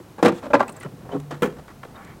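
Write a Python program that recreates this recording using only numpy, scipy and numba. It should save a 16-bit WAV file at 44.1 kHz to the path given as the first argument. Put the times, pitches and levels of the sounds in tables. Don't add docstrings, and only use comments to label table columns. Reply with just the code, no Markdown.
import sys
import numpy as np
from scipy import signal
from scipy.io import wavfile
from scipy.ndimage import uniform_filter1d
from numba import njit

SR = 44100
rng = np.random.default_rng(int(sys.argv[2]) if len(sys.argv) > 2 else 0)


def materialize(psi):
    bounded = np.clip(np.atleast_2d(psi).T, -1, 1)
    quanta = np.round(bounded * 32767).astype(np.int16)
    wavfile.write(sys.argv[1], SR, quanta)


def magnitude_from_level(level_db):
    exponent = np.asarray(level_db, float) / 20
    return 10 ** exponent


N = 97020

# pitch_hz, level_db, t60_s
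HUNG_MODES = [(175, 7, 0.079), (203, 1.5, 0.14), (288, -7, 0.1), (350, -8, 0.23), (460.7, -3.5, 0.095),
              (494.4, 6, 0.05), (775, -4.5, 0.06), (890, -5, 0.062), (1190, -11, 0.048), (1350, -16, 0.07),
              (1680, -12.5, 0.061), (1070, -7, 0.066), (2380, -10.5, 0.044), (3440, -13, 0.078)]
LOOSE_MODES = [(252, 3.5, 0.14), (296.8, -0.5, 0.16), (2620, 4.5, 0.038), (454.4, -14, 0.13),
               (561.8, 5.5, 0.083), (688.5, -2.5, 0.095), (745, -6, 0.046), (850, 1.5, 0.041),
               (1000, 0, 0.063), (1178, -5, 0.12), (1363, -4.5, 0.078), (1636, 2, 0.047), (2000, 1, 0.041),
               (2370, 3, 0.03)]
FREE_MODES = [(140, 1.5, 0.22), (183.6, -8, 0.33), (255.7, -3.5, 0.12), (280.5, -1.5, 0.23),
              (394, -2, 0.14), (442, 1.5, 0.051), (526, -3, 0.13), (690, 0.5, 0.027), (858, -0.5, 0.03),
              (1116, -7, 0.16), (1378, -8, 0.059), (1733, -7.5, 0.055), (2216, -8, 0.023),
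              (3260, -19.5, 0.08)]
# pitch_hz, level_db, t60_s
RECOIL_MODES = [(260, -21, .09), (395, -6.5, 0.26), (500, -21, 0.13), (587, -2, .08), (662, -1.5, 0.078),
                (761, -1, 0.11), (855, 0.5, 0.045), (1034, -6, 0.1), (1145, -5.5, 0.097),
                (1383, -4.5, 0.079), (1590, -7, 0.054), (1960, -8, 0.13), (2130, -1.5, 0.062),
                (2150, -20, .08)]
# pitch_hz, level_db, t60_s
LIP_MODES = [(173, 7.5, .2), (262, 2.5, 0.1), (352, -3.5, 0.16), (420, -2.5, 0.26), (451, -7.5, 0.088),
             (496, 0, 0.23), (850, -9.5, 0.17), (1084, -0.5, 0.08), (1335, -1, 0.13), (1424, -2, 0.13),
             (1740, 2, .08), (2414, 8.5, 0.081), (2930, 11.5, 0.06), (3230, 19, 0.082)]

# start_s, peak_db, favoured_hz, crack_db, chatter_s
HUNG_BLOWS = [
    (.001, -32, 386, -18, 0.0073),
    (0.182, -25.5, 1000, -11.5, 0.029),
    (0.227, -0.5, 436, -5, 0.0041),
    (0.2475, -5, 432, -7, 0.0039),
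    (.256, -4.5, 420, 0, 0.0056),
    (.281, -9, 536, -5.5, 0.0035),
    (0.294, -15, 453, -30, 0.0061),
    (.322, -20, 350, -9, 0.0041),
    (0.384, -40.5, 2000, 29, 0.0021),
]
LOOSE_BLOWS = [
    (0.464, -24.5, 350, -11, 0.0036),
    (0.502, -19, 534, -8, 0.016),
    (.533, -2.5, 790, -14.5, 0.007),
    (.540, -2.5, 620, -7, 0.0051),
    (0.565, -15, 297, -45, 0.0022),
]
RECOIL_BLOWS = [
    (0.595, -17.5, 800, -4.5, 0.006),
    (.603, -4, 840, -12.5, 0.0044),
    (0.627, -18.5, 776, -6, 0.0025),
]
CLIP_BLOWS = [
    (0.68, -34, 2640, 2, 0.0043),
    (0.691, -27, 700, 5, 0.0054),
    (.715, -40, 553, -14, 0.0026),
    (0.807, -35.5, 2120, 10, 0.023),
    (.828, -33.5, 2000, 9, 0.0082),
]
FREE_BLOWS = [(.848, -23.5, 243, -7, 0.0031), (0.876, -55, 203, -39, 0.0034),
              (0.934, -34.5, 195, -30.5, 0.0015), (1.05, -35.5, 530, -4, 0.044),
              (1.09, -29.5, 700, -13, 0.0054), (1.123, -21, 450, -20, 0.026),
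              (1.145, -17.5, 350, -51, 0.0083), (1.152, -18.5, 384, -42, 0.0075),
              (1.2, -37, 7100, 27, 0.0033), (1.307, -23.5, 630, 9, 0.011), (1.322, -30.5, 1000, 4.5, 0.053),
              (1.524, -35.5, 300, 18, 0.006), (1.567, -36, 503, -6, 0.0098), (1.585, -34, 635, -2, 0.014),
              (1.679, -34.5, 1480, -2.5, 0.021), (1.702, -36, 930, 13, 0.021),
              (1.832, -25.5, 1350, -9.5, 0.0055), (1.849, -32, 470, 3, 0.005),
              (2.047, -44, 7000, 20, 0.0047)]
# start_s, peak_db, favoured_hz, crack_db, chatter_s
SLAP_BLOWS = [
    (1.421, -9.5, 510, -5.5, 0.0019),
    (1.428, -10.5, 603, -9.5, 0.013),
    (1.441, -20.5, 470, -7, 0.023),
    (1.468, -21.5, 259, -7, 0.02),
    (1.457, -22, 540, -7, 0.0044),
    (1.498, -36, 230, -1, 0.0086),
]
# start_s, peak_db, favoured_hz, crack_db, chatter_s
TICKS = [
    (.4285, -39, 580, -1, 0.0035),
    (.4355, -28.5, 470, -4, 0.004),
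    (.453, -35, 690, -7, 0.006),
    (.482, -32, 500, -10, 0.0019),
    (1.342, -58, 560, -10, 0.018),
    (0.55, -8, 850, -25, 0.0029),
    (0.64, -28, 230, -30, 0.0044),
    (.858, -29.5, 730, -16, 0.01),
]

# start_s, length_s, peak_db, favoured_hz, hiss_db
HUNG_DRAGS = [
    (0.33, 0.075, -40.5, 7360, 6),
]
LOOSE_DRAGS = [
    (0.419, 0.056, -25, 700, -2.5),
    (0.74, 0.056, -39, 1030, 0),
    (0.833, 0.03, -44, 1370, -6),
]
FREE_DRAGS = [
    (1.095, 0.084, -24.5, 645, -9.5),
    (1.94, 0.096, -35, 1180, -15),
    (2.001, 0.15, -39.5, 2000, -9),
]

# pitch_hz, level_db_per_hz
CRACK_SPECTRUM = [(220, 8.5), (555, -8), (1390, -9.5), (2520, -18), (5000, -30.5), (6500, -26.5),
                  (8500, -40), (16000, -49)]
CRACK_TILT_DB_PER_OCT = (2.5, -5.5, 3, 1, 1.5, 11.5, -5)
CRACK_BITE_DB = (-2, -2.5, -1, -5, -4, 0, -17.5)

# start_s, length_s, peak_db, from_hz, to_hz
SQUEAKS = [(0.679, 0.005, -34.5, 8240, 7900), (0.69, 0.012, -36.5, 6820, 9000),
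           (0.699, 0.0042, -38, 9000, 8500), (0.719, 0.012, -39, 9500, 8280),
           (.761, 0.013, -38, 8870, 7430), (0.799, 0.0094, -37, 9840, 9000),
           (0.83, 0.0063, -41, 8860, 8200), (1.113, 0.02, -40.5, 3100, 3030),
           (1.952, 0.018, -45.5, 3850, 3680), (.679, 0.011, -34.5, 2620, 2616),
           (.806, 0.011, -40, 2170, 1990), (.827, 0.017, -40, 2080, 1860), (.828, 0.017, -40, 1516, 1464),
           (.829, 0.03, -47, 2940, 2970), (.85, 0.0084, -36, 1430, 1350)]
# peak_db, pitch_hz, t60_s
WOBBLES = [
    (-31.5, 146, 0.84),
    (-41, 146, 0.64),
    (-42, 113, 0.23),
    (-40, 75, 0.19),
    (-29.5, 102, 0.24),
    (-34, 116, 0.13),
]
WOBBLE_START_S = (1.145, 1.31, .848, 1.425, .235, .56)
# pitch_hz, level_db_per_hz
AIR_SPECTRUM = [(28, -5.5), (55, -4), (130, 3), (300, -5.5), (1000, -14), (2300, -25.5), (5000, -29.5),
                (16000, -34.5)]

SPAN = 12288


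def colour(table, hz):
    table_hz, table_db = np.array(table).T
    return np.interp(np.log(hz), np.log(table_hz), table_db)


def peak(x, db):
    return x * magnitude_from_level(db) / np.max(np.abs(x))


def add(out, start_s, x):
    i = max(int(start_s * SR), 0)
    out[i:i + len(x)] += x[:len(out) - i]


def bands(step_oct):
    edge = 2 ** (step_oct / 2)
    result = []
    for hz in 28 * 2 ** np.arange(0, 9.4, step_oct):
        sos = signal.butter(2, [hz / edge, hz * edge], "band", fs=SR, output="sos")
        result.append((hz, signal.sosfilt(sos, rng.standard_normal(N + SPAN))))
    return result


def walk(rate_hz):
    hold = int(SR / 40)
    steps = np.repeat(rng.standard_normal(N // hold + 1), hold)
    slewed = uniform_filter1d(steps, int(SR / rate_hz))[:N]
    return slewed / slewed.std()


@njit
def ring(x, hz, gain, t60_s):
    y, one = np.zeros(len(x)), np.zeros(len(x))
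    for k in range(len(hz)):
        pole, z, top = np.exp((2j * np.pi * hz[k] - np.log(1000) / t60_s[k]) / SR), 0j, 0.
        for i in range(len(x)):
            z = z * pole + x[i]
            one[i], top = z.imag, max(top, z.real ** 2 + z.imag ** 2)
        y += one * (gain[k] / np.sqrt(top))
    return y


def micro_impacts(force, per_s, grit_db):
    chance = rng.random(SPAN)
    sign = np.sign(chance * SR % 1 - .5)
    taps = (chance < per_s / SR) * magnitude_from_level(grit_db * rng.exponential(size=SPAN)) * sign
    taps[1] = magnitude_from_level(grit_db)
    return taps * force + 1e-18


def shell_boom(modes, taps, spot_hz, damp):
    spot_oct, scatter_db, detune, pair = 1.0, 1.5, .008, .012
    hz, db, t60_s = np.repeat(np.array(modes, float), 2, axis=0).T
    scatter, drift = rng.standard_normal((2, len(hz)))
    side = (-1.) ** np.arange(len(hz))
    polarity = np.repeat(side[:len(modes)], 2)
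    db = db - 6 * (np.log2(hz / spot_hz) / spot_oct) ** 2 + scatter_db * scatter
    hz = hz * (1 + detune * drift + pair / 2 * side)
    return ring(taps, hz, magnitude_from_level(db) * polarity, np.maximum(t60_s * damp, .01))


def shell_crack(noise, taps, start_s, spot_hz, damp, tilt_db_per_oct, bite_db):
    t60_1khz_s, t60_power, bite_hz = 0.12, -0.24, 1600
    i, crack = int(start_s * SR), 0
    for hz, band in noise[6:]:
        t60_s = t60_1khz_s * damp * (hz / 1000) ** t60_power
        fall = np.exp(-2 * np.log(1000) / (t60_s * SR))
        energy = signal.lfilter([1], [1, -fall], taps ** 2)
        band_db = colour(CRACK_SPECTRUM, hz) + tilt_db_per_oct * max(np.log2(hz / 5000), 0)
        band_db += bite_db * (bite_hz < hz < 2 * bite_hz)
        band_db -= 7 * max(np.log2(spot_hz / hz), 0)
        crack = crack + magnitude_from_level(band_db) * band[i:i + SPAN] * np.sqrt(energy)
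    return crack


def contact(modes, noise, start_s, taps, spot_hz, crack_db, peak_db, tilt):
    damp = magnitude_from_level(0.32 * peak_db)
    boom = shell_boom(modes, taps, spot_hz, damp)
    crack = shell_crack(noise, taps, start_s, spot_hz, damp, *tilt)
    return peak(peak(boom, 0) + peak(crack, crack_db), peak_db)


def shell(noise):
    out, t = np.zeros(N), np.arange(SPAN) / SR
    stages = [
        (HUNG_MODES, HUNG_BLOWS, HUNG_DRAGS),
        (LOOSE_MODES, LOOSE_BLOWS, []),
        (RECOIL_MODES, RECOIL_BLOWS, []),
        (LOOSE_MODES, CLIP_BLOWS, LOOSE_DRAGS),
        (FREE_MODES, FREE_BLOWS, FREE_DRAGS),
        (LIP_MODES, SLAP_BLOWS, []),
        (LOOSE_MODES, TICKS, []),
    ]
    for (modes, blows, drags), *tilt in zip(stages, CRACK_TILT_DB_PER_OCT, CRACK_BITE_DB):
        for start_s, db, hz, crack_db, chatter_s in blows:
            force = np.clip(1.3 - t / max(chatter_s, .001), 0, 1)
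            taps = micro_impacts(force, per_s=2200, grit_db=2.2)
            add(out, start_s, contact(modes, noise, start_s, taps, hz, crack_db, db, tilt))
        for start_s, length_s, db, hz, hiss_db in drags:
            force = np.sin(np.pi * np.clip(t / length_s, 0, 1)) ** .5
            taps = micro_impacts(force, per_s=3500, grit_db=1.6)
            add(out, start_s, contact(modes, noise, start_s, taps, hz, hiss_db, db, tilt))
    return signal.sosfilt(signal.butter(4, 105, "high", fs=SR, output="sos"), out)


def squeaks():
    rough, overtone_db, hiss_db, hiss_hz = .8, -12, -25, 5960
    span = 4000
    out = np.zeros(N)
    for start_s, length_s, db, from_hz, to_hz in SQUEAKS:
        chance = rng.standard_normal((3, span))
        wobble = 5 * rough * min(to_hz / 8000, 1) * uniform_filter1d(chance, 25)
        t = np.arange(span) / SR / length_s
        glide_hz = to_hz + (from_hz - to_hz) * np.exp(-4.0 * t)
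        phase = 2 * np.pi * np.cumsum(glide_hz) / SR + wobble[0]
        env = np.minimum(t / 0.43, 1) * np.exp(-np.maximum(t - .6, 0) * 2.2) * (1 + wobble[1])
        tone = np.sin(phase)
        if from_hz > hiss_hz:
            hiss = signal.lfilter(*signal.butter(2, hiss_hz, "high", fs=SR), chance[2])
            tone = tone + magnitude_from_level(overtone_db) * np.sin(2 * phase) + magnitude_from_level(hiss_db) * hiss
        add(out, start_s, peak(env * tone, db))
    return out


def wing():
    out, t = np.zeros(N), np.arange(SR) / SR
    rough = magnitude_from_level(1.7 * walk(33))
    for start_s, (db, hz, t60_s) in zip(WOBBLE_START_S, WOBBLES):
        env = 1000. ** (-t / t60_s) * np.clip(t / 0.03, 0, 1)
        add(out, start_s, peak(np.sin(2 * np.pi * hz * t) * env, db))
    return out * rough


def reflections(near):
    level_db, t60_s, build_s, dull_hz = -21, 0.32, 0.0038, 3220
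    t = np.arange(SPAN) / SR
    tail = rng.standard_normal(SPAN) * 1000. ** (-t / t60_s) * np.clip(t / build_s, 0, 1) ** 2
    tail = signal.lfilter(*signal.butter(1, dull_hz, fs=SR), tail)
    tail = tail / np.sqrt(np.sum(tail ** 2))
    return magnitude_from_level(level_db) * signal.fftconvolve(near, tail)[:N]


def air():
    level_db, swell_db, flicker_db = -45.5, 1.2, 1.8
    swell, out = walk(8.5), np.zeros(N)
    for hz, band in bands(0.5045):
        drift_db = (swell_db * swell + flicker_db * walk(3.9)) * min(400 / hz, 1)
        out += magnitude_from_level(colour(AIR_SPECTRUM, hz) + drift_db) * band[:N]
    return out * magnitude_from_level(level_db) / out.std()


def scene():
    near = shell(bands(.5)) + squeaks() + wing()
    return (near + reflections(near) + air())[None]


def band_limit(x):
    return signal.sosfilt(signal.butter(12, 16470, fs=SR, output="sos"), x)


def record(dry):
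    rounded = np.tanh(0.62 * dry) / 0.55
    low_pass = signal.ellip(10, .2, 70, 16200, fs=SR, output="sos")
    mix = signal.sosfilt(low_pass, rounded)
    return band_limit(mix)


dry = scene()
out = record(dry)
materialize(out)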